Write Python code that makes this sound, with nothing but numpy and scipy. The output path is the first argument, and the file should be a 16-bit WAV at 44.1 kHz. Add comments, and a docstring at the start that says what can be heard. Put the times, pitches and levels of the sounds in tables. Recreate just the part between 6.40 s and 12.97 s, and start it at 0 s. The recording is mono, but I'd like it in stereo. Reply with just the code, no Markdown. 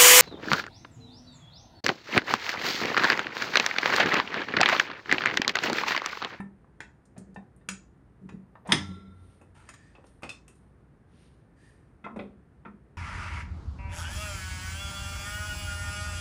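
"""A steel crack and a low drone over room hum, then knocks, thuds, clinks and rubs: a hand works brake
pads into a caliper behind a large alloy wheel in a quiet garage. Blows are noise bursts plus damped
modes; pushes swell the lowest disc mode; a heavy knock rings the wheel on its hub.
Sleeve, sliding pad and floor scrape are grainy filtered noise; the hum is shaped stereo noise."""
import sys
import numpy as np
from scipy import signal
from scipy.fft import rfft, irfft, next_fast_len
from scipy.io import wavfile
from scipy.ndimage import uniform_filter1d, map_coordinates

SR = 44100
rng = np.random.default_rng(int(sys.argv[2]) if len(sys.argv) > 2 else 0)


def put_to_file(sound):
    """Save the sound as 16-bit audio at rate SR, in the file named by the first command-line argument."""
    columns = np.atleast_2d(sound).T  # one column per channel
    safe = np.clip(columns, -1, 1)
    whole_steps = np.round(safe * 32767)
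    wavfile.write(sys.argv[1], SR, whole_steps.astype(np.int16))


N = 289737


def amp(db):
    """dB to gain."""
    return 10 ** (np.asarray(db) / 20)


def unit(x):
    """x at rms 1."""
    return x / np.sqrt(np.mean(x ** 2) + 1e-20)


def along(points, hz):
    """Interpolate (frequency [Hz], value) points on a log frequency axis."""
    f, value = np.transpose(points)
    return np.interp(np.log(hz + 1), np.log(f + 1), value)


def filtered(x, response):
    """Multiply the spectrum of x by a complex response of frequency."""
    n = x.shape[-1]
    m = next_fast_len(n + 8192)
    hz = np.fft.rfftfreq(m, 1 / SR)
    return irfft(rfft(x, m) * response(hz), m)[..., :n]


def stroke(start_s, rise_s, hold_s, t60_s):
    """Envelope of peak 1: smooth swell, hold, exponential fade."""
    t = np.arange(N) / SR - start_s
    swell = np.sin(np.pi / 2 * np.clip(t / rise_s, 0, 1)) ** 2
    fade_time = np.clip(t - rise_s - hold_s, 0, None)
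    return swell * amp(-60 * fade_time / t60_s)


def pair(n, spectrum, alike):
    """Diffuse stereo noise of rms 1: the mid/side balance sets the left-right likeness."""
    def mid_side(hz):
        turn = np.arccos(along(alike, hz)) / 2
        return amp(along(spectrum, hz)) * np.array([np.cos(turn), np.sin(turn)])

    mid, side = filtered(rng.standard_normal((2, n)), mid_side)
    return unit(np.array([mid + side, mid - side]))


# Room hum: (frequency [Hz], relative density [dB per Hz])
HUM_SPECTRUM = [(20, -38), (40, -11.5), (60, 0), (100, -6.5), (120, -3), (230, -9.5), (420, -13),
                (560, -18.5), (1150, -24.5), (1780, -27), (2400, -35.5), (3300, -42.5), (6000, -49.5),
                (9000, -50.5), (12500, -48)]
# Hum stereo: (frequency [Hz], left-right likeness [-1..1])
HUM_ALIKE = [(60, 0.94), (170, 0.94), (490, -0.092), (1390, 0.1), (3970, -0.2), (11300, -0.022)]
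HUM_DB = -58


def room_hum():
    """Steady shaped noise, alike at both ports in the bass and diffuse above; slightly louder left."""
    return amp(HUM_DB) * pair(N, HUM_SPECTRUM, HUM_ALIKE) * amp([[.7], [-.7]])


# Port phase: (frequency [Hz], lead of the left port [rad])
PORT_LEAD = [(500, 0.72), (1800, 1.38), (2800, 0.85), (5000, 1), (7000, -0.3), (7900, -2.5), (9900, 6.5),
             (11500, -1.5)]


def ports(x):
    """Direct sound reaches the two microphone ports a little apart in time and level."""
    half_lead = np.array([[.5j], [-.5j]])
    return filtered(x, lambda hz: amp([[1.1], [-1.1]]) * np.exp(half_lead * along(PORT_LEAD, hz)))


# Room decay: (frequency [Hz], decay time t60 [s])
ROOM_T60 = [(200, 0.43), (1000, 0.26), (3000, 0.23), (7000, 0.3), (12000, 0.051)]
# Room tail stereo: (frequency [Hz], left-right likeness [-1..1])
ECHO_ALIKE = [(100, 0.87), (200, 0.7), (340, 0.8), (600, 0.25), (1200, 0.78), (3000, 0.071), (9000, 0.17)]


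def garage(x, wet_db):
    """Convolve with a fresh diffuse tail; each frequency dies at its own speed."""
    noise = ports(pair(SR // 2, [(100, 0)], ECHO_ALIKE))
    hz, t, bins = signal.stft(noise, SR, nperseg=256)
    decay = amp(-60 * t / along(ROOM_T60, hz)[:, None])
    tail = signal.istft(bins * decay, SR, nperseg=256)[1]
    tail = np.pad(tail, ((0, 0), (180, 0))) / np.linalg.norm(tail[0])  # delay in samples
    return amp(wet_db) * signal.fftconvolve(x[None], tail, axes=1)[:, :len(x)]


def friction(envelope, spectrum, grain_db):
    """Rubbing: shaped noise of small uneven grains under the stroke."""
    unevenness = unit(uniform_filter1d(rng.standard_normal(N), size=90))
    grains = rng.standard_normal(N) * amp(grain_db * unevenness)
    return envelope * unit(filtered(grains, lambda hz: amp(along(spectrum, hz))))


# Sleeve strokes: (start [s], swell [s], fine hiss level [dB], duller rub level [dB])
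SLEEVE_STROKES = [(2.599, 0.34, -76, -77.5), (3.639, 0.029, -72.5, -76), (4.071, 0.1, -79, -81.5),
                  (4.631, 0.22, -76.5, -71), (5.14, 0.15, -76.5, -78.5)]
# Cloth noise: (frequency [Hz], relative density [dB per Hz])
CLOTH = [(2000, -4), (4000, -7.5), (7000, -17), (9000, 6.5), (11000, 3.5), (12500, -18.5)]
SLEEVE_T60_S = 0.68


def sleeve():
    """The sleeve brushes the wheel: a fine hiss and a coarser, duller rub."""
    hiss, rub = sum(amp([[fine_db], [dull_db]]) * stroke(s, swell_s, 0, SLEEVE_T60_S)
                    for s, swell_s, fine_db, dull_db in SLEEVE_STROKES)
    dull_cloth = [(900, -22.5)] + CLOTH[:3] + [(9000, -42)]
    return friction(hiss, CLOTH[2:], grain_db=-1.0) + friction(rub, dull_cloth, grain_db=2.0)


# Pad dragged on concrete: (start [s], bite [s], level [dB])
SCRAPE = (3.14, 0.02, -61)
# Scrape noise: (frequency [Hz], relative density [dB per Hz])
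GRIND = [(400, -17), (900, -1.5), (1150, -6.5), (1380, 0.5), (1700, -9.5), (2400, -9.5), (3240, -15),
         (6000, -24), (9000, -17), (12000, -29)]
SCRAPE_HOLD_S, SCRAPE_T60_S = 0.055, 0.59


def floor_scrape():
    """The pad bites the floor and drags: coarse grainy noise."""
    s, bite_s, db = SCRAPE
    drag = amp(db) * stroke(s, bite_s, SCRAPE_HOLD_S, SCRAPE_T60_S)
    return friction(drag, GRIND, grain_db=2)


# Pad slid along the disc: (start [s], swell [s], hold [s], level [dB])
SLIDES = [(3.226, 0.057, 0.19, -65), (5.132, 0.09, 0.056, -66.5)]
# Disc modes: (frequency [Hz], relative level [dB], decay time t60 [s])
DISC = [(791, -2, .06), (1020, -6, .07), (1791, 2, .13), (2400, -4, .04), (2665, -2, .08), (3650, -1, .1),
        (3828, -1, .09), (4760, -5, .08), (8100, -4, .08)]
SLIDE_T60_S, SLIDE_WIDTH_HZ, SLIDE_HISS_DB = 0.77, 80, -13


def pad_slide():
    """Friction noise makes three upper disc modes sing as resonances over a hiss."""
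    def sings(f):
        modes = (DISC[2], *DISC[-2:])
        return amp(SLIDE_HISS_DB) + sum(amp(db) / (1 + 2j * (f - hz) / SLIDE_WIDTH_HZ) for hz, db, _ in modes)

    slide = sum(amp(db) * stroke(s, swell_s, hold_s, SLIDE_T60_S) for s, swell_s, hold_s, db in SLIDES)
    steel = friction(1, [(900, -31.5), (1700, 0), (4000, -10.5), (9000, -13.5), (11000, -24.5)], grain_db=-0.5)
    return slide * unit(filtered(steel, sings))


# Wheel on its hub: (frequency [Hz], level [dB], decay time t60 [s])
HUB_MODES = [(89.6, -42, 2.4), (92.7, -44, 2.0), (120, -36, 0.35), (146, -37.5, .5), (155, -23, .12),
             (250, -31, 0.23), (298, -35, 0.48), (326, -29, .15), (375, -32, .15)]
KNOCK_S = 2.325


def hub():
    """The heavy knock shakes the wheel; modes alternate in phase, so close ones beat."""
    t = np.clip(np.arange(N) / SR - KNOCK_S, 0, None)
    hz, db, t60_s = np.transpose(HUB_MODES)[..., None]
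    sign = (-1) ** np.arange(len(HUB_MODES))[:, None]
    modes = sign * amp(db - 60 * t / t60_s) * np.sin(2 * np.pi * hz * t)
    return modes.sum(axis=0) * (1 - np.exp(-t / 0.0018))


# Pushes on the disc: (start [s], hold [s], level [dB], pitch [Hz])
PUSHES = [(-0.03, 0.0084, -35.5, 196.7), (0.776, 0.014, -46.5, 189.4), (0.869, 0.043, -51, 191),
          (0.97, 0.016, -48, 196), (1.283, 0.028, -45.5, 191.6), (1.813, 0.069, -45, 188.5),
          (1.918, 0.015, -43, 189), (2.284, 0.011, -35, 190), (2.328, 0.015, -32.5, 197),
          (2.485, 0.014, -42, 186.2), (2.551, 0.13, -52.5, 192.5), (5.638, 0.014, -46, 205.7),
          (5.706, 0.021, -50, 225), (5.762, 0.011, -39.5, 203), (5.786, 0.019, -42.5, 201),
          (6.26, 0.0022, -45, 204.4)]
# Hub and caliper shaken by a push: (frequency [Hz], relative density [dB per Hz])
SHUDDER = [(40, -12), (90, -1), (200, -17.5), (270, 1), (400, 1), (600, -19), (900, -46.5)]
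PUSH_RISE_S, PUSH_T60_S = 0.0084, 0.39
SHUDDER_DB, SHUDDER_ALIKE = -12.5, 0.37  # level relative to drone; left-right likeness


def disc_drone():
    """Each push swells the lowest disc mode, roughened by the hand's grip, and shakes nearby parts."""
    t = np.arange(N) / SR
    drone = pressure = 0
    for s, hold_s, db, hz in PUSHES:
        push = amp(db) * stroke(s, PUSH_RISE_S, hold_s, PUSH_T60_S)
        pressure = pressure + push
        drone = drone + push * np.sin(2 * np.pi * hz * t)
    rough = unit(filtered(rng.standard_normal(N), lambda f: np.exp(-(f / 60) ** 2)))
    shudder = amp(SHUDDER_DB) * pressure * pair(N, SHUDDER, [(300, SHUDDER_ALIKE)])
    return np.sqrt(2) * drone * (1 + .5 * rough) + shudder


THUMP_S = .00015  # width of the push
FOCUS_DB, FOCUS_WIDTH_HZ = 3, 200  # rattle gathers round the strong modes


def crack(t, colour, t60_s, modes=(), thump=0):
    """Fast-dying coloured noise, the many modes too short to tell apart, led by any blunt push."""
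    def response(f):
        peaks = sum(amp(db + FOCUS_DB) ** 2 / (1 + (2 * (f - hz) / FOCUS_WIDTH_HZ) ** 2) for hz, db, _ in modes)
        return amp(along(colour, f)) * np.sqrt(.5 + peaks)

    push = thump * np.exp(-((t - .002) / THUMP_S) ** 2)
    return filtered(rng.standard_normal(len(t)) + push, response) * amp(-60 * t / t60_s)


def ring(modes, t, colour, rough):
    """Damped modes driven by the blow's colour at their pitch, each throbbing unevenly."""
    hz, db, t60_s = np.transpose(modes)[..., None]
    db = db + along(colour, hz) + 1.5 * rng.standard_normal(hz.shape)
    knots = rng.standard_normal((len(hz), 2, 90)).transpose(0, 2, 1) @ [1, 1j]
    wander = np.array([map_coordinates(k, [t * 80], order=1) for k in knots])  # 80 knots per second
    throb = 1 + rough * (1 - np.exp(-t / .03)) * wander
    return (amp(db - 60 * t / t60_s) * (throb * np.exp(2j * np.pi * hz * t)).imag).sum(axis=0)


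def add(out, s, x, wet_db):
    """Place a dry sound and its room tail at time s."""
    out[:, round(s * SR):][:, :len(x)] += ports(x) + garage(x, wet_db)


# Grit between steel faces: (time [s], colour at 8 kHz [dB], colour at 4 kHz [dB])
TICKS = [(0.6542, -54.5, -63), (0.7796, -41.5, -49.5), (0.9448, -56, -57), (1.163, -53.5, -106),
         (2.2737, -39.5, -56), (3.6674, -57, -57), (4.154, -56, -73.5)]
TICK_T60_S = 0.061


def grit_ticks():
    """Grit only cracks, in the treble."""
    out = np.zeros((2, N + SR))
    t = np.arange(SR // 4) / SR
    for s, top, high in TICKS:
        colour = [(1200, high - 29), (4200, high), (8500, top), (12000, top - 9)]
        add(out, s, crack(t, colour, TICK_T60_S), wet_db=-5.0)
    return out[:, :N]


# Modes of the other parts: (frequency [Hz], relative level [dB], decay time t60 [s])
CALIPER = [(1723, -4, .09), (1800, -5, .1), (2380, -3, .08), (2510, -2, .1), (2660, -4, .16),
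           (3280, -6, .08), (3840, -6, .17), (5090, -6, .13), (6045, -7, .08), (6860, 4, .05),
           (6993, 0, .09), (8120, -4, .09), (8990, -8, .08)]
WHEEL = [(960, 2, .06), (1098, -37, 1.1), (1362, -28, 1.3), (1723, -23, .5), (2002, 11, .05),
         (2035, -35, .9), (2190, -31, .8), (2520, 0, .05), (2640, -1, .06), (3244, 12, .05), (3360, 5, .04),
         (3550, 6, .06), (2993, -25, .4), (3612, -27, 1.0), (3941, -25, .7), (5123, 4, .09),
         (5087, -25, .65), (5243, -23, .46), (5696, -25, .4), (9340, 1, .08)]
PAD = [(2573, 6, .15), (2640, 4, .13), (3553, -5, .22), (5300, -3, .05), (6800, -8, .1), (8005, -2, .1)]
BRACKET = [(371, -9, .25), (474, -11, .3), (1297, -10, .19), (1362, 1, .11), (2056, 5, .06), (2560, 7, .08),
           (3280, 1, .07), (3560, 5, .05)]
# Mode set: (modes, weak-mode wash relative to rattle [dB], wash t60 [s], 300 Hz relative to 650 Hz [dB])
PARTS = {"caliper": (CALIPER, -21, 0.12, -3), "disc": (DISC, -26, .15, -5.5),
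         "wheel": (WHEEL, -37, 0.62, -3), "pad": (PAD, -12, 0.18, -6.5),
         "bracket": (BRACKET, -28.5, 0.41, -1.4)}
# Low dull thuds share the bracket's low modes; bright steel clinks near the floor share the caliper's
SOUNDS = {**PARTS, "thud": PARTS["bracket"], "clink": PARTS["caliper"]}
SOUND_AT_S = {3.2892: "clink", 3.3378: "clink", 3.582: "thud", 3.6408: "thud"}
# Blows: (time [s], mode set, colour at 650 Hz, 1.1, 2, 4 and 9 kHz [dB], rise [s], rattle t60 [s],
# ring relative to rattle [dB]); SOUND_AT_S names the thuds and clinks
BLOWS = [(0.0024, "disc", -31, -26.5, -29.5, -58, -49, 0.0013, 0.035, -12),
         (0.2436, "disc", -42, -39, -46, -92, -92, 0.0019, 0.018, -42),
         (0.4040, "caliper", -18, -17, -16, -31.5, -40.5, 0.0019, 0.023, -26),
         (0.763, "caliper", -18, -29, -35.5, -53, -67, 0.019, 0.075, -34),
         (0.9608, "disc", -20.5, -28, -28.5, -54, -60, 0.00133, 0.016, -13.5),
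         (1.211, "disc", -69, -62, -50.5, -71, -69, 0.0044, 0.026, -11),
         (1.2881, "caliper", -18.5, -11.5, -11, -16.5, -17.5, 0.00062, 0.016, -26.5),
         (1.8898, "caliper", -29.5, -23.5, -29.5, -46, -52.5, 0.0027, 0.033, -23),
         (2.1533, "disc", -32, -28, -41.5, -63.5, -83.5, 0.0013, 0.046, -19.5),
         (2.25, "disc", -21, -32, -39.5, -51, -73.5, 0.022, 0.3, -17),
         (2.29, "wheel", -24.5, -23, -41.5, -49, -51.5, 0.002, 0.36, -32),
         (2.3204, "wheel", -12.5, -6, -9.5, -10.5, -13, 0.0011, 0.035, -17),
         (3.0122, "pad", -32.5, -43, -49, -70.5, -56.5, 0.00134, 0.077, -30),
         (3.2892, "caliper", -35, -25, -33.5, -43, -40.5, 0.0013, 0.05, -19),
         (3.3378, "caliper", -57, -31, -39, -47, -46.5, 0.0017, 0.054, -21),
         (3.5504, "pad", -37.5, -38.5, -45.5, -57.5, -77, 0.0016, 0.071, -20),
         (3.582, "bracket", -28.5, -40, -61.5, -74.5, -75, 0.002, 0.049, -30),
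         (3.6408, "bracket", -27, -37, -55, -59, -64, 0.0013, 0.035, -29),
         (3.821, "pad", -48.5, -31, -43, -64.5, -46, 0.0022, 0.058, -29.5),
         (3.8323, "pad", -13, -17.5, -30, -38.5, -46, 0.00043, 0.059, -35.5),
         (3.8917, "pad", -43, -25, -31, -27.5, -35, 0.002, 0.031, -16),
         (4.0796, "pad", -48.5, -39.5, -44.5, -54, -40, 0.00091, 0.03, -26),
         (5.6407, "bracket", -32.5, -25, -32.5, -54, -64, 0.0052, 0.083, -8.5),
         (5.663, "bracket", -25.5, -20.5, -39, -69, -76, 0.0014, 0.085, -16.5),
         (5.76, "bracket", -14.5, -25.5, -39, -56.5, -54, 0.0045, 0.065, -29.5),
         (5.7905, "bracket", -12.5, -26, -30.5, -37.5, -83, 0.0031, 0.045, -20),
         (6.25, "bracket", -27.5, -21, -38, -59, -84, 0.005, 0.078, -15.5)]


def blows():
    """Each blow cracks and rings its set of modes; a soft landing rises slowly."""
    out = np.zeros((2, N + SR))
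    for s, mode_set, low, body, mid, high, top, rise_s, t60_s, ring_db in BLOWS:
        sound = SOUND_AT_S.get(s, mode_set)
        modes, wash_db, wash_t60_s, bass_db = SOUNDS[sound]
        t = np.arange(SR if sound == "wheel" else SR // 2) / SR  # the wheel rings longest
        colour = [(40, low - 25), (120, low - 8), (300, low + bass_db), (650, low), (1100, body),
                  (2000, mid), (4200, high), (9500, top), (12000, top - 5)]
        rattle = crack(t, colour, t60_s, modes, thump=1.1)
        wash = amp(wash_db) * crack(t, colour, wash_t60_s, modes)
        rings = amp(ring_db) * ring(modes, t, colour, rough=.9)
        landing = 1 - np.exp(-t / rise_s)
        add(out, s, (rattle + wash) * landing, wet_db=-4.5)
        add(out, s, rings * landing, wet_db=-11)
    return out[:, :N]


def scene():
    """All sources in the garage."""
    rubs = sleeve() + floor_scrape() + pad_slide()
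    rubbing = ports(rubs) + garage(rubs, wet_db=-10.5)
    low = (hub() + disc_drone()) * amp([[.6], [-.6]])  # slightly louder left
    return room_hum() + rubbing + low + grit_ticks() + blows()


# Microphone response: (frequency [Hz], gain [dB])
MICROPHONE = [(8000, 1.5), (9300, 9.5), (9900, -2), (10400, -2.5), (11400, -1.5), (12600, -20.5)]
TOP_HZ = 11950


def record(dry):
    """The microphone colours the top treble; nothing is kept from the band limit up."""
    return filtered(dry, lambda hz: amp(along(MICROPHONE, hz)) * (hz < TOP_HZ))


dry = scene()
out = record(dry)
put_to_file(out)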